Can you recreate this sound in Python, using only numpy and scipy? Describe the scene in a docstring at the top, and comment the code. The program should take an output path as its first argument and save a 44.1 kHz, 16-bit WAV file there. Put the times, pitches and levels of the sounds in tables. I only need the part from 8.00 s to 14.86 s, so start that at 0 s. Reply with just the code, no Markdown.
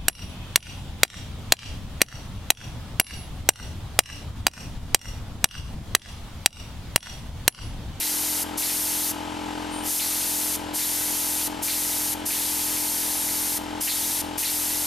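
"""A piston compressor hums throughout in a garage; close by, an air spray gun is triggered eight times.
The first jet is already on at the start. Each jet is shaped noise that surges with hose pressure, then sags.
A moment after each opening, liquid spits as falling chirps and a splash, then tears into patchy mist.
Ahead of the slow third pull the valve leaks thinly. The walls answer each burst with decaying noise.
While the jet is on, gain control pushes the hum down; part of the cut lingers afterwards."""
import sys
import numpy as np
from scipy import signal
from scipy.fft import rfft, irfft, next_fast_len
from scipy.io import wavfile
from scipy.ndimage import uniform_filter1d, map_coordinates

SR = 44100
rng = np.random.default_rng(int(sys.argv[2]) if len(sys.argv) > 2 else 0)


def transcribe(signal):
    """Save signal, clipped to [-1, 1], as a 16-bit WAV file at the path in sys.argv[1]."""
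    frames = np.atleast_2d(signal).T
    limited = np.clip(frames, -1, 1)
    pcm = np.round(limited * 32767).astype(np.int16)
    wavfile.write(sys.argv[1], SR, pcm)


N = 302526
T = np.arange(N) / SR  # time [s]


def amp(db):
    """Decibel law: a level becomes an amplitude ratio."""
    return 10 ** (np.asarray(db) / 20)


def unit(x):
    """Normalisation: the mean square becomes 1."""
    return x / np.sqrt(np.mean(x ** 2) + 1e-20)


def along(points, hz):
    """Logarithmic frequency scale: (frequency [Hz], value) points are interpolated on it."""
    knot_hz, values = np.transpose(points)
    return np.interp(np.log(hz + 1), np.log(knot_hz + 1), values)


def wobble(rate):
    """Slow random modulation: a spline through random knots, rate of them per second."""
    knots = rng.standard_normal(int(N * rate / SR) + 4)
    return map_coordinates(knots, [T * rate])


def filtered(x, response):
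    """Linear filtering: the spectrum is multiplied by a complex response of frequency."""
    size = next_fast_len(N + SR // 2)
    spectrum = rfft(x, size) * response(np.fft.rfftfreq(size, 1 / SR))
    return irfft(spectrum, size)[..., :N]


def noise(colour, alike):
    """Partial coherence: mid and side noises are mixed for a given left-right likeness over frequency."""
    def mid_side_gains(hz):
        turn = np.arccos(np.clip(along(alike, hz), -1, 1)) / 2
        return colour(hz) * np.array([np.cos(turn), np.sin(turn)])

    mid, side = filtered(rng.standard_normal((2, N)), mid_side_gains)
    return unit(np.array([mid + side, mid - side]))


def placed(x, pan, lead):
    """Stereo localisation: level and phase differences are split equally between the channels."""
    half = np.array([[.5], [-.5]])
    return filtered(x, lambda hz: amp(half * along(pan, hz)) * np.exp(1j * half * along(lead, hz)))


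def swell(start, life):
    """Transient envelope: a quick rise to 1 at life seconds after start, then a decay."""
    age = np.maximum(T - start, 0) / life
    return age * np.exp(1 - age)


def ringing_phase(levels_db, size=128):
    """Minimum phase: the log spectrum's cepstrum is folded so a stroke strikes first and rings afterwards."""
    orders = np.arange(len(levels_db)) + 1.5
    log_gain = np.interp(np.arange(size // 2 + 1), orders, np.log(amp(levels_db)))
    causal_cepstrum = 2 * irfft(log_gain)[:size // 2]
    return np.imag(rfft(causal_cepstrum, size))[1:]


# harmonics of the compressor stroke: (multiple of the stroke rate, relative level [dB])
STROKE_ORDERS = [(1, -13), (2, -9.5), (3, -18.5), (4, -15.5), (5, -7.5), (6, -8), (7, 1.5), (8, -10.5),
                 (9, -17.5), (10, -9.5), (11, -18.5), (12, -14.5), (13, -14.5), (14, -15.5), (15, -9),
                 (16, -21.5), (17, -31), (18, -14.5), (19, -9.5), (20, -8.5), (21, -8.5), (22, -38),
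                 (23, -10), (24, -22.5)]
# resonances of the pump housing: (centre [Hz], width [Hz], relative level [dB])
HOUSING_MODES = [(708, 65, -1), (842, 140, -1), (1291, 44, -0.5), (1545, 67, -3), (3030, 320, -5.5),
                 (7400, 200, -12.5), (8300, 200, -17)]
# steady rush of compressor air: (frequency [Hz], relative level per hertz [dB])
RUSH_SPECTRUM = [(25, -7), (62, -15), (112, 5), (150, -2.5), (280, -0.5), (500, -2.5), (1000, 0.5),
                 (2000, -3), (3100, -3.5), (5000, -7.5), (7500, -13.5), (10500, -16), (13400, -20),
                 (14500, -58)]
# faint steady tones under the strokes: (frequency [Hz], relative rms level [dB])
DRONE_TONES = [(100, -62), (236, -60)]
# compressor level difference: (frequency [Hz], left minus right [dB])
PUMP_LEVEL_DIFFERENCE = [(43, -3), (86, 3), (150, -3.5), (260, 2), (430, 0.5), (560, 7), (640, -1),
                         (860, 9.5), (1250, 4.5), (1900, 5.5), (3800, 0.5), (12000, 0.5)]
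# compressor phase difference: (frequency [Hz], lead of the left [rad])
PUMP_PHASE_LEAD = [(43, .2), (86, 0.24), (150, 0.65), (400, 1.12), (520, 1.28), (850, 1), (1250, 0.65),
                   (1800, 0), (12000, 0.45)]
# left-right likeness of compressor noise: (frequency [Hz], correlation [0-1])
PUMP_LIKENESS = [(100, 0.92), (400, 1), (1000, 0.41), (1500, 0.52), (2500, 0.79), (12000, 0.85)]


def compressor(hum_db=-34, chuff_db=-42.4, rush_db=-39.4, waver=0.11, chuff_lag=0.24):
    """Periodic excitation: each stroke rings the tank and chuffs through the housing, over rushing air."""
    stroke_hz, slowing_hz, slows_at_s = 43.2, .145, 2.85
    speed = stroke_hz - slowing_hz * (T > slows_at_s)
    turns = np.cumsum(speed * (1 + .001 * wobble(5))) / SR

    hum = np.zeros(N)
    phases = ringing_phase([db for _, db in STROKE_ORDERS])
    for (order, db), phase in zip(STROKE_ORDERS, phases):
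        # the walls scatter the phases, most of all for weak orders; higher orders arrive later: a soft throb
        smear = rng.normal(0, .05 * abs(db)) - .032 * order * order
        level = amp(db) * (1 + waver * wobble(12))
        hum += level * np.cos(2 * np.pi * order * turns + phase + smear)

    def housing(hz):
        total = 0
        for k, (centre, width, db) in enumerate(HOUSING_MODES):
            damping = 1j * hz * width
            # neighbouring modes have opposite signs
            total = total + (-1) ** k * amp(db) * damping / (centre * centre - hz * hz + damping)
        return total

    puffs = unit(np.exp(.55 * np.cos(2 * np.pi * (turns - chuff_lag))))  # one a stroke
    chuff = puffs * noise(housing, PUMP_LIKENESS)
    rush = noise(lambda hz: amp(along(RUSH_SPECTRUM, hz)), PUMP_LIKENESS)
    drone = sum(amp(db) * unit(np.sin(2 * np.pi * hz * T)) for hz, db in DRONE_TONES)
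    mix = amp(hum_db) * unit(hum) + amp(chuff_db) * chuff + amp(rush_db) * rush + drone
    return placed(mix, PUMP_LEVEL_DIFFERENCE, PUMP_PHASE_LEAD)


# reverberation of the bare garage: (frequency [Hz], time to decay by 60 dB [s])
GARAGE_DECAY = [(200, .4), (3000, 0.64), (12000, 0.32)]


def garage(x, spread=0.13):
    """Reverberation: convolution with decaying noise; the treble dies first."""
    hz, t, grains = signal.stft(rng.standard_normal((2, SR // 2)), SR, nperseg=256)
    decay = amp(-60 * t / along(GARAGE_DECAY, hz)[:, None])
    mid, side = signal.istft(grains * decay, SR, nperseg=256)[1]
    tail = np.array([mid + spread * side, mid - spread * side])
    return signal.fftconvolve(x, tail / np.linalg.norm(tail[0]), axes=1)[:, :N]


def valve(start, stop, opening, closing=0.014):
    """Orifice flow control: opening of the air valve, 0-1, squared on the way up and linear on the way down."""
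    return np.clip((T - start) / opening, 0, 1) ** 2 * np.clip((stop - T) / closing + .5, 0, 1)


def leak(centre_hz=9100, width_hz=1300, skirt_db=-16, level_db=-43):
    """Narrow-gap turbulence: air whistles thinly past the valve seat as the trigger is squeezed slowly."""
    start_s, stop_s, rise_s = 1.685, 1.89, .045

    def band(hz):
        peak = 1 / (1 + (2 * (hz - centre_hz) / width_hz) ** 4)
        return peak + amp(skirt_db + along(JET_SPECTRUM, hz))

    return amp(level_db) * valve(start_s, stop_s, rise_s) * noise(band, JET_LIKENESS)


# falling resonances of a spit, before random detuning:
# (start [Hz], end [Hz], delay [s], life [s], relative level [dB])
SPIT_CHIRPS = [(2900, 2200, .001, .007, -6.5), (4700, 3800, .021, .012, -8.5)]
# first slug of liquid bursting: (frequency [Hz], relative level per hertz [dB])
SPLASH_SPECTRUM = [(1000, -26), (1600, -10), (1950, -1), (2800, -6), (4200, 6), (5500, -4), (8000, -3),
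                   (14000, -23)]


def spits(width_hz=1400, glide_s=.02, splash_s=0.023, scatter=.05):
    """Gliding resonance: the first slug of liquid leaves with a splash and two breathy, falling chirps."""
    out = np.zeros((2, N))
    splash = noise(lambda hz: amp(along(SPLASH_SPECTRUM, hz)), JET_LIKENESS)
    roughness = [unit(wobble(width_hz) + 1j * wobble(width_hz)) for _ in SPIT_CHIRPS]
    for *_, arrives, db in TRIGGER_PULLS:
        out += amp(db) * swell(arrives, splash_s) * splash
        for (high, low, delay, life, level), rough in zip(SPIT_CHIRPS, roughness):
            detune = np.exp(rng.normal(0, scatter))  # each chirp's pitch varies slightly at random
            fall = np.exp(-np.maximum(T - arrives - delay, 0) / glide_s)
            hz = (low + (high - low) * fall) / detune
            chirp = np.real(rough * np.exp(2j * np.pi * np.cumsum(hz) / SR))
            out += amp(db + level) * swell(arrives + delay, life) * chirp
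    return out


def patchy(x, depth_db, size=256):
    """Random spectral modulation: emphases about 1 kHz by 15 ms, as drops of different sizes break up."""
    grains = signal.stft(x, nperseg=size)[2]
    field = uniform_filter1d(rng.standard_normal(grains.shape[1:]), size=6, axis=0)
    field = uniform_filter1d(field, size=5, axis=1)
    return unit(signal.istft(grains * amp(depth_db * unit(field)), nperseg=size)[1][:, :N])


# trigger pulls, for jet and spits:
# (open [s], shut [s], opening time [s], liquid reaches the nozzle [s], relative spit level [dB])
TRIGGER_PULLS = [(-0.05, 0.435, .012, 0.004, -35), (0.569, 1.116, 0.012, 0.615, -39),
                 (1.812, 2.561, 0.11, 1.992, -36.5), (2.725, 3.477, 0.036, 2.778, -43),
                 (3.613, 4.139, 0.023, 3.674, -38), (4.248, 5.58, 0.016, 4.300, -42),
                 (5.802, 6.214, 0.011, 5.871, -31.5), (6.374, 6.95, 0.0082, 6.425, -32.5)]
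# turbulence of the air jet: (frequency [Hz], relative level per hertz [dB])
JET_SPECTRUM = [(150, -35), (600, -19.5), (1500, -14), (2500, -13), (4000, -9), (6200, -4), (8200, -5),
                (8900, -1), (10000, -1.5), (11500, 1), (12600, -2), (14000, -2.5), (15000, -17.5)]
# liquid tearing into mist: (frequency [Hz], relative level per hertz [dB])
MIST_SPECTRUM = [(900, -30), (1600, -7.5), (1950, 0.5), (2700, -1.5), (4300, 3), (7000, -6.5), (14000, -17)]
# left-right likeness of noise at the gun: (frequency [Hz], correlation [0-1])
JET_LIKENESS = [(1000, .7), (2200, .995), (4500, .98), (7000, .84), (10500, .88), (12000, .99)]


def spray(build_s=0.025, sag_s=0.13, wet_surge=0.73, wet_s=0.039, flutter_db=-0.84, gulp_db=0.8):
    """Jet turbulence: flow surges with stored hose pressure, then sags; liquid tears unevenly into mist."""
    jet_db, mist_db = -22.7, -13.7  # jet at working pressure; mist relative to the jet
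    surge_db, refill_s = 12.5, .31  # scale of the hose-charge surge; time constant of recharging
    first_rest_s = .4  # charging time before the first pull
    air, liquid = np.zeros(N), np.zeros(N)
    last_stop = TRIGGER_PULLS[0][0] - first_rest_s
    for start, stop, opening, arrives, _ in TRIGGER_PULLS:
        charge = 1 - np.exp(-(start - last_stop) / refill_s)  # more after a longer rest
        age = np.maximum(T - start, 0)
        pressure = charge * (1 - np.exp(-age / build_s)) * np.exp(-age / sag_s)
        flow = valve(start, stop, opening) * amp(jet_db + surge_db * pressure)
        air += flow
        wetness = np.clip((T - arrives) / 0.009, 0, 1) + wet_surge * swell(arrives, wet_s)
        liquid += flow * amp(mist_db) * wetness
        last_stop = stop
    flutter = amp(flutter_db * wobble(120))
    jet = air * flutter * noise(lambda hz: amp(along(JET_SPECTRUM, hz)), JET_LIKENESS)
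    tearing = unit(amp(gulp_db * wobble(18)))
    droplets = noise(lambda hz: amp(along(MIST_SPECTRUM, hz)), JET_LIKENESS)
    return jet + liquid * tearing * patchy(droplets, depth_db=3)


# gun level difference: (frequency [Hz], left minus right [dB])
GUN_LEVEL_DIFFERENCE = [(400, 14), (800, 9), (1400, 1.5), (2400, -2), (6000, 0.3), (7000, 1), (8400, 5),
                        (11000, 2.5), (11800, 0.5), (15000, -1)]
# gun phase difference: (frequency [Hz], lead of the left [rad])
GUN_PHASE_LEAD = [(1200, 0.86), (2400, -0.43), (5000, 0.079), (7300, 0.28), (8200, 0.57), (9300, -0.22),
                  (12000, 0)]


def scene():
    """Superposition: the gun close by, its echo, and the compressor further off."""
    gun = placed(spray() + spits() + leak(), GUN_LEVEL_DIFFERENCE, GUN_PHASE_LEAD)
    return gun + amp(-15.5) * garage(gun) + compressor()


def record(dry, drive_db=1.3, ceiling_db=-25.4, window_s=0.012, knee=5, recovery_s=.45, lingering=.45):
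    """Dynamic compression: level is clamped at once, part of the cut lingers, and the band is limited."""
    top_hz = 15200
    x = amp(drive_db) * dry
    power = uniform_filter1d(np.mean(x ** 2, axis=0), max(int(window_s * SR), 1))
    excess = np.sqrt(np.abs(power)) / amp(ceiling_db)
    fast = (1 + excess ** knee) ** (-1 / knee)
    step = 1 / (recovery_s * SR)
    # the slow gain starts from the mean gain
    slow = fast.mean() + signal.lfilter([step], [1, step - 1], fast - fast.mean())
    return filtered(x * np.minimum(fast, slow ** lingering), lambda hz: hz < top_hz)


dry = scene()
out = record(dry)
transcribe(out)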